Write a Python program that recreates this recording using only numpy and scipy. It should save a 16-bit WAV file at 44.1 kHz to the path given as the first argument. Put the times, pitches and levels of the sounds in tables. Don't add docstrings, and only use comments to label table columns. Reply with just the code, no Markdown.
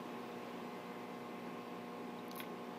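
import sys
import numpy as np
from scipy import signal
from scipy.io import wavfile
from scipy.ndimage import uniform_filter1d

SR = 44100
rng = np.random.default_rng(int(sys.argv[2]) if len(sys.argv) > 2 else 0)


def master_out(mix):
    frames = np.transpose(np.atleast_2d(mix))
    ceiling = np.clip(frames, -1, 1)
    pcm = np.round(ceiling * 32767).astype(np.int16)
    wavfile.write(sys.argv[1], SR, pcm)


def magnitude_from_level(level_db):
    exponent = np.asarray(level_db, float) / 20
    return 10 ** exponent


N = 122598


def evened(x):
    return x / np.sqrt(np.mean(x ** 2) + 1e-20)


def curve(points):
    return np.interp(np.arange(N) / SR, *np.transpose(points))


def drift(rate_hz):
    t = np.arange(0, N + 64, 64) / SR
    slow = 0
    for f in np.geomspace(.05, 1, 16):
        slow = slow + np.sin(2 * np.pi * (f * rate_hz * t + rng.random())) / np.sqrt(f)
    return np.repeat(evened(slow), 64)[:N]


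def resonate(x, peaks):
    out = 0
    for k, (hz, width, db) in enumerate(peaks):
        turn = np.exp(2j * np.pi * hz * np.arange(len(x)) / SR)
        r = np.exp(-np.pi * width / SR)
        low = signal.lfilter([(1 - r) ** 2], [1, -2 * r, r * r], x / turn)
        out = out + (-1) ** k * magnitude_from_level(db) * 2 * (turn * low).real
    return out


def tone(hz, db):
    cycles = np.cumsum(hz * np.ones(N)) / SR + rng.random()
    return np.sqrt(2) * magnitude_from_level(db) * np.sin(2 * np.pi * cycles)


def wash(points, db, patchy_db, swell_db):
    frames, hz = N // 512 + 5, np.fft.rfftfreq(2048, 1 / SR)
    a, b, patches = rng.standard_normal((frames, 1025, 3)).T
    patches = uniform_filter1d(patches, size=12, axis=0)
    patches = evened(uniform_filter1d(patches, size=6, axis=1))
    f, value = np.transpose(points)
    shape = np.interp(np.log(hz + 1), np.log(f + 1), value, -80, -80)
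    z = (a + 1j * b) * magnitude_from_level(shape[:, None] + patchy_db * patches)
    noise = signal.istft(z, nperseg=2048, noverlap=1536)[1][:N]
    return magnitude_from_level(db + swell_db * drift(3)) * evened(noise)


# t/s, peak level/dB, dull share/dB
TICKS = [(.597, -59, -6), (2.2518, -61, -12), (2.2815, -51, -10), (2.3115, -53, -10), (2.3138, -51, 11),
         (2.3156, -58, 13), (2.3225, -62, 4), (2.3293, -59, 7), (2.3375, -60, 2), (2.3404, -58, 0),
         (2.3435, -61, 3), (2.3475, -57, -6), (2.3497, -58, -8), (2.3560, -41, -8), (2.3603, -46, -12),
         (2.3617, -48, -8), (2.3633, -43, -12), (2.3773, -43, -10), (2.3782, -41, -10), (2.3793, -45, -14),
         (2.3837, -43, -12), (2.3863, -42, -16), (2.3893, -43, -15), (2.3913, -41, -15), (2.3938, -41, -13),
         (2.3961, -42, -12), (2.3975, -45, -12), (2.3993, -44, -11), (2.4006, -45, -14), (2.4027, -49, -14),
         (2.4040, -47, -6), (2.4074, -42, -14), (2.4092, -49, -8), (2.4113, -47, -14), (2.4138, -50, -9),
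         (2.4154, -52, -12), (2.4185, -53, -10), (2.4224, -54, -12), (2.4871, -60, -12)]
# f/Hz, width/Hz, level/dB
BRIGHT = [(9000, 1100, -13), (10500, 1400, -7), (11900, 1700, 0), (13300, 1800, -5), (14800, 1500, -6)]
# f/Hz, width/Hz, level/dB
DULL = [(3050, 2500, -5), (4240, 1430, 2), (6300, 1300, -4)]


def ticks():
    decay_s, rise_s, gain_db = .0004, .0003, 1.5
    out, t = np.zeros(N), np.arange(300) / SR
    envelope = np.exp(-t / decay_s) * np.minimum(t / rise_s, 1)
    for s, db, dull_db in TICKS:
        puff = rng.standard_normal(300) * envelope
        bright, dull = resonate(puff, BRIGHT), resonate(puff, DULL)
        mix = bright / abs(bright).max() + magnitude_from_level(dull_db) * dull / abs(dull).max()
        out[round(s * SR):][:300] += magnitude_from_level(db + gain_db) * mix
    return out


# t/s, level/dB
CRACKLE = [(2.3, -88), (2.345, -72), (2.372, -72), (2.384, -64), (2.4, -62), (2.418, -63), (2.44, -74),
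           (2.5, -88)]
# f/Hz, width/Hz, level/dB
CRACKLE_BODY = [(2400, 900, 0), (3900, 900, 0), (5200, 900, -4), (6500, 800, -5)]


def crackle():
    per_s = 3000
    size = magnitude_from_level(2.0 * np.minimum(rng.exponential(1, N), 4))
    hits = size * (rng.random(N) < per_s / SR) * rng.choice([-1, 1], N)
    bright = evened(resonate(hits, BRIGHT))
    body = evened(resonate(hits, CRACKLE_BODY))
    return magnitude_from_level(curve(CRACKLE)) * (bright + magnitude_from_level(1.5) * body)


# t/s, peak level/dB, brightness/(dB per octave)
SNAPS = [
    (2.4021, -27.5, 1),
    (2.4052, -41, 3),
    (2.4344, -39, -3),
    (2.4640, -45, -3),
]
# f/Hz, level/dB, t60/s
SHELL = [(1071, -8, .07), (1513, -6, .05), (1800, -12, .015), (2067, -4, .04), (2130, -8, .04),
         (2405, -4, .05), (2750, -9, .015), (3050, -13, .015), (3380, -5, .05), (3704, -8, .04),
         (4100, -16, .015)]


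def snaps():
    out, t = np.zeros(N), np.arange(4000) / SR
    for s, db, tilt_db in SNAPS:
        ring = 0
        for hz, mode_db, t60 in SHELL:
            level = mode_db + tilt_db * np.log2(hz / 2400) - 60 * t / t60
            ring = ring + magnitude_from_level(level) * np.cos(2 * np.pi * hz * (t - .0004))
        rattle = evened(resonate(rng.standard_normal(4000), [(2300, 1200, 0), (3500, 1200, -2)]))
        here = out[round(s * SR):][:4000]
        here += magnitude_from_level(db) * ring / abs(ring).max() * np.minimum(t / .0005, 1)
        here += magnitude_from_level(db - 24 - 60 * t / 0.09) * rattle
    return out + magnitude_from_level(-12) * np.roll(out, round(.006 * SR))


# t/s, peak level/dB, f/Hz, t60/s
BUBBLES = [(.192, -56, 4400, .025), (.194, -67, 9500, .02), (.262, -71, 15500, .3), (.274, -65, 15550, .06),
           (.313, -54, 3850, .02), (.325, -53, 3600, .02), (2.251, -58, 11300, .015),
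           (.382, -54, 2080, .04), (.82, -56, 1500, .05), (2.188, -47, 3800, .022),
           (2.4348, -46, 2200, .018), (2.3165, -52, 3900, .018), (2.366, -45, 1090, .04),
           (2.3706, -43, 1050, .045), (2.369, -52, 2250, .025), (2.374, -55, 3950, .03),
           (2.58, -62, 4500, .05), (2.706, -60, 4300, .025), (2.737, -59, 4500, .025)]


def bubbles():
    out, t = np.zeros(N), np.arange(1600) / SR
    for s, db, hz, t60 in BUBBLES:
        sine = np.sin(2 * np.pi * hz * t * (1 + .2 * t))
        out[round(s * SR):][:1600] += magnitude_from_level(db - 60 * t / t60) * np.minimum(t / .002, 1) * sine
    return out


# multiple of the mains, level/dB
HUM = [(1, -86.5), (2, -72), (3, -61), (4, -55), (6, -62.5), (7, -68), (8, -59), (9, -66), (12, -60),
       (14, -62.5), (17, -71), (20, -72.5), (25, -78)]
TONES_HZ = [92.3, 115, 610.6, 1074, 1221.4, 1526.8, 1807.5, 2137.4, 2341, 2581, 14078.8, 15000]
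TONES_DB = [-87, -75, -65, -61, -75, -75, -78, -78, -80, -76, -85, -91]
# f/Hz, width/Hz, level/dB
CABINET = [(256.2, 24, -63), (406.7, 51, -61.5)]
# t/s, level/dB
WHINE = [(0, -80), (.48, -78), (.58, -69), (.78, -65), (.9, -68), (1.45, -68), (1.7, -72), (2.1, -80),
         (2.78, -80)]


def pumps():
    mains_hz, waver_db = 60.03, .1
    hum = sum(tone(k * mains_hz, db + waver_db * drift(2.0)) for k, db in HUM)
    free = sum(tone(hz, db + waver_db * drift(1.4)) for hz, db in zip(TONES_HZ, TONES_DB))
    box = 0
    for hz, width, db in CABINET:
        box = box + magnitude_from_level(db) * evened(resonate(rng.standard_normal(N), [(hz, width, 0)]))
    whine_hz = 2078 - 14. * np.arange(N) / SR + 1.2 * drift(12)
    whine = tone(whine_hz, curve(WHINE) + .6 * drift(25))
    return hum + free + box + whine


# f/Hz, level/(dB per Hz)
PUMP = [(25, -35), (75, -36), (140, -10), (230, -1), (400, -2.5), (660, -9), (1060, -7), (1500, -26.5),
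        (2500, -76)]


def pump_body():
    return wash(PUMP, -51.5, patchy_db=-0.95, swell_db=0.82)


# f/Hz, level/(dB per Hz)
HISS = [(710, -37), (1200, -3.5), (1410, -5), (1540, -3.5), (2510, -5), (6670, -21.5), (10700, -26),
        (14600, -23.5), (15600, -27)]


def water():
    return wash(HISS, -59.5, patchy_db=0.9, swell_db=0.72)


def scene():
    peel = ticks() + crackle() + snaps()
    tank = bubbles() + pumps() + pump_body() + water()
    return (peel + tank)[None]


# start t/s, end t/s, low f/Hz, high f/Hz
DROPOUTS = [(2.270, 2.279, 9500, 12500), (2.284, 2.293, 10500, 12500), (2.293, 2.311, 7500, 11500),
            (2.294, 2.303, 6000, 13000), (2.339, 2.349, 12500, 15700), (2.366, 2.375, 6800, 9500),
            (2.368, 2.373, 13000, 15700), (2.366, 2.370, 10500, 11500), (2.268, 2.276, 15000, 15700),
            (2.287, 2.305, 15000, 15700), (2.339, 2.345, 11500, 12500), (2.325, 2.345, 14300, 14800),
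            (2.3215, 2.3255, 9000, 10500), (2.333, 2.337, 6300, 7500), (2.342, 2.346, 7300, 9000),
            (2.303, 2.310, 12500, 13800), (2.350, 2.384, 7700, 8500)]


def dropouts(x):
    hz, t, z = signal.stft(x, SR, nperseg=128, noverlap=96)
    lost = sum(np.outer((hz > lo) & (hz < hi), (t > a) & (t < b)) for a, b, lo, hi in DROPOUTS) > 0
    return signal.istft(z * magnitude_from_level(-22 * lost), SR, nperseg=128, noverlap=96)[1][:, :N]


def gate(x):
    from_hz, full_hz, share, spread_db = 2000, 8300, .85, 3
    open_s, shut_s = 2.22, 2.375
    n, k = np.arange(2048), np.arange(1024)
    window = np.sin(np.pi * (n[:, None] + .5) / 2048)
    basis = window * np.cos(np.pi / 1024 * np.outer(n + 512.5, k + .5)) / np.sqrt(512)
    padded = np.pad(x[0], (2048 - 200, 3072))
    starts = np.arange(0, len(padded) - 2048, 1024)
    lines = padded[starts[:, None] + n] @ basis
    t, hz = (starts - 1848) / SR, k * SR / 2048
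    gated = (t < open_s) | (t > shut_s)
    reach = np.clip((hz - from_hz) / (full_hz - from_hz), 0, 1) * gated[:, None]
    strict = np.repeat(magnitude_from_level(spread_db * rng.standard_normal((len(starts), 64))), 16, axis=1)
    usual = np.sqrt(abs(uniform_filter1d(lines ** 2, size=48, axis=1)))
    frames = (lines * (abs(lines) > share * reach * strict * usual)) @ basis.T
    return (frames[1:, :1024] + frames[:-1, 1024:]).ravel()[824:][None, :N]


def roll_off(x):
    return signal.sosfilt(signal.butter(12, 15710, fs=SR, output="sos"), x)


def record(dry):
    edge = signal.firwin(1535, 15790, window=("kaiser", 9), fs=SR)
    kept = signal.oaconvolve(dropouts(dry), edge[None], "same")
    mix = gate(kept)
    return roll_off(mix)


dry = scene()
out = record(dry)
master_out(out)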